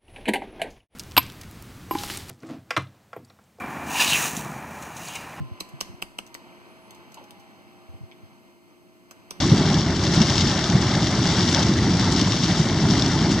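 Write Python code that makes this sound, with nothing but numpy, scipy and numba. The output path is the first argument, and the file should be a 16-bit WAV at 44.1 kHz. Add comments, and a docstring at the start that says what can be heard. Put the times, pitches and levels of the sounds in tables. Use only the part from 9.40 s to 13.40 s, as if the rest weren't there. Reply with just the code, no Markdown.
"""A hot spring boils in a small rock hole outdoors, a few metres away.
Big steam bubbles rumble in its throat; now and then one collapses with a heavy thump.
Smaller bubbles churn the surface. About once a second the water heaves up and rains back
as spray, and lumps of water slap the rock in sharp splats. A faint, steady hiss lies behind it."""
import sys
import numpy as np
from scipy import signal
from scipy.fft import rfft, irfft
from scipy.io import wavfile
from numba import njit

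SR = 44100
rng = np.random.default_rng(int(sys.argv[2]) if len(sys.argv) > 2 else 0)


def persist_wave(psi):
    """Save psi, clipped to +-1, as 16-bit WAV."""
    counts = np.round(np.clip(psi, -1, 1) * 32767).astype(np.int16)
    wavfile.write(sys.argv[1], SR, np.atleast_2d(counts).T)


N = 176400


def gain(db):
    """Turn decibels into a number to multiply by."""
    return 10 ** (np.asarray(db) / 20)


def unit(x):
    """Scale a sound to an average (rms) strength of 1."""
    return x / np.sqrt(np.mean(x ** 2))


def loudness(rows):
    """Join (t/s, level/dB) points into a gain over time."""
    return gain(np.interp(np.arange(N) / SR, *np.array(rows).T))


def along_hz(rows, column=1):
    """Spread one column of a table smoothly from bass to treble."""
    rows = np.array(rows, float)
    hz = np.arange(N + 1) * SR / (2 * N)
    return np.interp(np.log(hz + 1), np.log(rows[:, 0]), rows[:, column])


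def colour(x, tone):
    """Turn each frequency up or down by a (f/Hz, level/dB) table."""
    cepstrum = irfft(np.log(gain(along_hz(tone))))
    # make the filter ring after a sound, never before it
    cepstrum[1:N] *= 2
    cepstrum[N + 1:] = 0
    return irfft(rfft(x, 2 * N) * np.exp(rfft(cepstrum)))[:N]


def noise(tone):
    """A steady rush with the given tone."""
    return unit(colour(rng.standard_normal(N), tone))


def wander(rate):
    """Drift by about 1 either way, to a new random value `rate` times a second."""
    position = np.arange(N) / SR * rate % 4096
    return np.interp(position, np.arange(4096), rng.standard_normal(4096)) * np.sqrt(1.5)


@njit
def ring(start, hz, cycles, size, glide):
    """Each bubble is a pure note whose pitch rises as it fades."""
    out = np.zeros(N)
    for k in range(len(start)):
        length, phase = cycles[k] * SR / hz[k], 0.
        for i in range(min(int(length), N - int(start[k]))):
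            age = i / length
            phase += 2 * np.pi * hz[k] * (1 + glide * age) / SR
            out[int(start[k]) + i] += size[k] * np.exp(-6 * age) * np.sin(phase)
    return out


def bubbles(lo_hz, hi_hz, cycles, spread_db, glide, count):
    """A swarm of bubbles, each with a random time, pitch and strength."""
    when, pitch, strength, length = rng.random((count, 4)).T
    hz = lo_hz * (hi_hz / lo_hz) ** pitch
    size = gain(-spread_db * np.log(1 - .99 * strength)) * hz  # boost the short, high notes
    size *= np.sign(rng.standard_normal(count))
    return unit(ring(when * N, hz, cycles * (.5 + length), size, glide))


# The deep tone of the spring's throat: f/Hz, level/dB
THROAT_TONE = [(20, -35), (40, -15), (62, -5.5), (90, -2.5), (125, -1.5), (175, 0), (235, -5), (310, -5),
               (390, -9.5), (470, -19.5), (700, -58.5), (1500, -79)]
# How hard the throat boils: t/s, level/dB
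BOIL_LEVEL = [(0, -21.5), (.28, -19.5), (.45, -23), (.6, -23), (.72, -20), (.88, -22.5), (1.02, -19.5),
              (1.17, -26), (1.3, -21.5), (1.52, -22.5), (1.75, -22), (2.0, -21), (2.15, -21), (2.6, -20),
              (2.85, -21.5), (2.98, -22.5), (3.25, -23), (3.33, -22), (3.45, -20.5), (4, -20.5)]

def rumble():
    """Big bubbles throb in the throat over the roll of swirling water."""
    throbs = bubbles(82.6, 431, cycles=8.7, spread_db=1.2, glide=.12, count=2200)
    boil = unit(colour(throbs, THROAT_TONE)) + gain(-3.5) * noise(THROAT_TONE)
    return unit(boil) * loudness(BOIL_LEVEL) * gain(1.22)


# The tone of the bubbling surface: f/Hz, level/dB
SURFACE_TONE = [(300, -18), (490, -3), (610, 0.5), (900, -1), (1200, -5), (1750, -5.5), (2050, -4.5),
                (2600, -13.5), (4000, -45), (9000, -63)]
# How hard the surface churns: t/s, level/dB
CHURN_LEVEL = [(0.0, -30), (0.37, -29), (0.43, -34), (0.49, -31), (0.6, -34.5), (0.63, -29.5),
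               (1.31, -30.5), (1.58, -28), (1.65, -32), (2.03, -28), (2.12, -30.5), (2.15, -26),
               (2.27, -31.5), (2.62, -29.5), (3.06, -33.5), (3.09, -27), (3.19, -30.5), (3.94, -29.5),
               (3.95, -34), (4.0, -27.5)]

def churn():
    """Small bubbles burble at the surface in a wash of foam."""
    burble = bubbles(492.7, 2793, cycles=31.7, spread_db=2.5, glide=.24, count=4000)
    foam = noise(SURFACE_TONE)
    water = unit(colour(burble, SURFACE_TONE)) + gain(-1.5) * foam
    return unit(water * gain(1.04 * wander(35))) * loudness(CHURN_LEVEL) * gain(-.39)


# The bright tone of falling drops: f/Hz, level/dB
SPRAY_TONE = [(500, -16.5), (1200, -6), (2000, -10), (2800, -5), (3500, -0.5), (4200, -3), (4800, -1),
              (5400, 0.5), (6200, -4.5), (7000, -11), (8000, -19), (9000, -25), (10200, -32),
              (11600, -37.5), (13000, -46), (16000, -48)]
# The thin, high tone of mist: f/Hz, level/dB
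MIST_TONE = [(3000, -26), (6000, 3.5), (7500, 0), (9000, -7.5), (10500, -19), (12000, -29), (15000, -40)]
# How much spray is falling back: t/s, level/dB
SPRAY_LEVEL = [(0, -27.5), (.2, -31), (.35, -31), (.5, -34), (.78, -28), (1.08, -27.5), (1.2, -30),
               (1.47, -31), (1.75, -30.5), (1.93, -27.5), (2.17, -27.5), (2.36, -32.5), (2.7, -29),
               (3.17, -28.5), (3.24, -32), (3.36, -34), (3.49, -29.5), (3.7, -30), (4, -33)]

def spray():
    """Drops patter in clumps, some trapping tiny ringing bubbles, over fizz and spurts of mist."""
    when, strength, sign = rng.random((16000, 3)).T
    drop_db = -4.95 * np.log(1 - .99 * strength)  # many soft drops, a few loud ones
    ticks = np.bincount((when * N).astype(int), gain(drop_db) * np.sign(sign - .5), N)
    pings = bubbles(1700, 6000, cycles=16, spread_db=3.8, glide=.1, count=5000)
    drops = unit(colour(ticks, SPRAY_TONE)) + gain(-5) * unit(colour(pings, SPRAY_TONE))
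    fizz = noise(SPRAY_TONE)
    clumps = gain(1.4 * wander(55) + 1.8 * wander(240))
    mist = noise(MIST_TONE) * gain(3.2 * wander(40) + 3.8 * wander(300))
    shower = drops * clumps + gain(-2.5) * fizz + gain(-15.5) * unit(mist)
    return unit(shower) * loudness(SPRAY_LEVEL) * gain(1.89)


# The tone of the background hiss: f/Hz, level/dB
HISS_TONE = [(2000, -10), (5000, 6.5), (7000, -6), (9000, -23), (10500, -30), (13000, -33), (16000, -29)]

def background_hiss():
    """A faint, steady hiss, separate in each channel."""
    return np.array([noise(HISS_TONE), noise(HISS_TONE)]) * gain(-48)


# Big steam bubbles collapsing, with their starting pitch: t/s, f/Hz, level/dB
COLLAPSES = [(.114, 150, -5.5), (0.77, 141, -7), (0.804, 209.5, -7), (1.348, 148, -5), (3.195, 138, -7.5)]

def thumps(swell_s=.0083, breakup_s=.015, glide=.12):
    """A big bubble's note swells and quickly dies as it breaks into smaller bubbles."""
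    out = np.zeros(N)
    swarm = bubbles(116, 378, cycles=17.5, spread_db=1.5, glide=.13, count=3000)
    pieces = unit(colour(swarm, THROAT_TONE))
    swell = lambda age: age ** 2 * np.exp(2 - 2 * age)  # loudest at age 1
    for start, hz, db in COLLAPSES:
        t = np.maximum(np.arange(N) / SR - start, 0)
        age = t / swell_s
        bend = 1 + glide * np.minimum(age, 10) / 10
        body = swell(age) * np.sin(2 * np.pi * hz * t * bend)
        breakup = gain(-11.5) * swell(t / breakup_s) * pieces
        out += gain(db) * (body + breakup)
    return out


# Lumps of water hitting rock, levels relative to one another: t/s, level/dB, f/Hz
SLAPS = [(.342, -8, 4400), (0.386, -11.5, 4030), (.817, -5.5, 4200), (.98, -4, 2920), (1.009, -6.5, 4870),
         (1.241, -8, 3400), (1.3, -10, 3820), (1.629, -10, 4850), (2.077, -14, 4000), (2.147, -2, 5050),
         (2.596, -13, 4000), (2.763, -10, 5500), (2.813, -3.5, 5000), (2.921, -7.5, 3600),
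         (3.508, -9.5, 5000), (3.622, -4.5, 4600), (3.7893, -12, 3500)]

def splats(slap_s=.0009, droplets_s=.0068):
    """Water slaps the rock sharply, then scatters briefly as droplets."""
    out = np.zeros(N)
    age = np.arange(2048) / SR
    fade = np.exp(-age / slap_s) + gain(-8) * np.exp(-age / droplets_s)
    for start, db, hz in SLAPS:
        burst = rng.standard_normal(len(age)) * fade
        slap = signal.lfilter(*signal.iirpeak(hz, Q=.8, fs=SR), burst)
        slap *= gain(db + 3) / np.abs(slap).max()
        at = int(start * SR)
        out[at:at + len(age)] += slap[:N - at]
    return colour(out, SPRAY_TONE)


# Sound bouncing off the rocks, compared with the direct sound: f/Hz, level/dB
ROCK_TONE = [(25, -14), (60, -21), (125, -24.5), (220, -32), (320, -46), (480, -32), (620, -33),
             (880, -42.5), (1030, -54), (1250, -56), (1600, -18.5), (2100, -17), (2400, -17), (2700, -16),
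             (5000, -11), (6100, -5), (7400, -21), (8800, -5), (9800, -4.5), (11500, -4.5), (13000, -4),
             (16000, -2)]

def rock_scatter():
    """The rocks at the sides throw back a softer wash of boiling and spray."""
    return colour(rumble() + churn() + spray(), ROCK_TONE)


def scene(fade_s=.003):
    """The water sounds from one spot and the rocks spread it left and right, over a faint hiss."""
    water = rumble() + thumps() + churn() + spray() + splats()
    side = rock_scatter()
    stereo = np.array([water + side, water - side]) + background_hiss()
    t = np.arange(N) / SR
    edge_fade = np.minimum(np.minimum(t, t[::-1]) / fade_s, 1)
    return stereo * edge_fade


# Two microphones in their case, left compared with right: f/Hz, level/dB, phase lead/rad
MIC_CASE = [(30, 1, -.15), (130, .1, 0), (310, 0, 0), (1350, 0, 0), (1850, -.3, .22), (1990, 2, .52),
            (2090, 4.5, -.12), (2300, .4, -.1), (2520, 0, 0), (2690, -5, .25), (2940, 2, 1), (3250, 3, .6),
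            (3540, 7, .6), (3660, 10, -.2), (3880, 3, -.6), (4150, -5, 0), (4350, -1.5, .8),
            (4850, 5.5, .6), (5050, 4.5, .5), (5350, 9, .75), (5550, 12, .1), (5850, 8, .15),
            (6120, 11, -.1), (6300, 8.5, -.7), (7400, 1.5, 0), (9200, 4, 1.3), (10000, 4.5, 2.7),
            (11000, 5, 2.9), (11800, 10.5, 6.7), (13100, 3, 7.3), (14000, 3, 8.1)]
# Narrow gaps cut out of the treble: f/Hz
GAPS_HZ = [2500, 5000, 6000, 7000, 8000, 9000, 10000, 11000]

def record(dry, top_hz=15800):
    """The case gives each microphone its own tone; filters cut narrow gaps and the highest treble."""
    left = gain(along_hz(MIC_CASE) / 2) * np.exp(.5j * along_hz(MIC_CASE, column=2))
    mics = np.array([left, 1 / left])
    mics /= np.sqrt(np.mean(np.abs(mics) ** 2, axis=0))
    out = irfft(rfft(dry, 2 * N) * mics)[:, :N]
    for k, hz in enumerate(GAPS_HZ):
        width_hz = 96 if k else 200
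        out = signal.lfilter(*signal.iirnotch(hz, hz / width_hz, fs=SR), out)
    return signal.sosfilt(signal.ellip(10, .1, 80, top_hz, fs=SR, output="sos"), out)


dry = scene()
out = record(dry)
persist_wave(out)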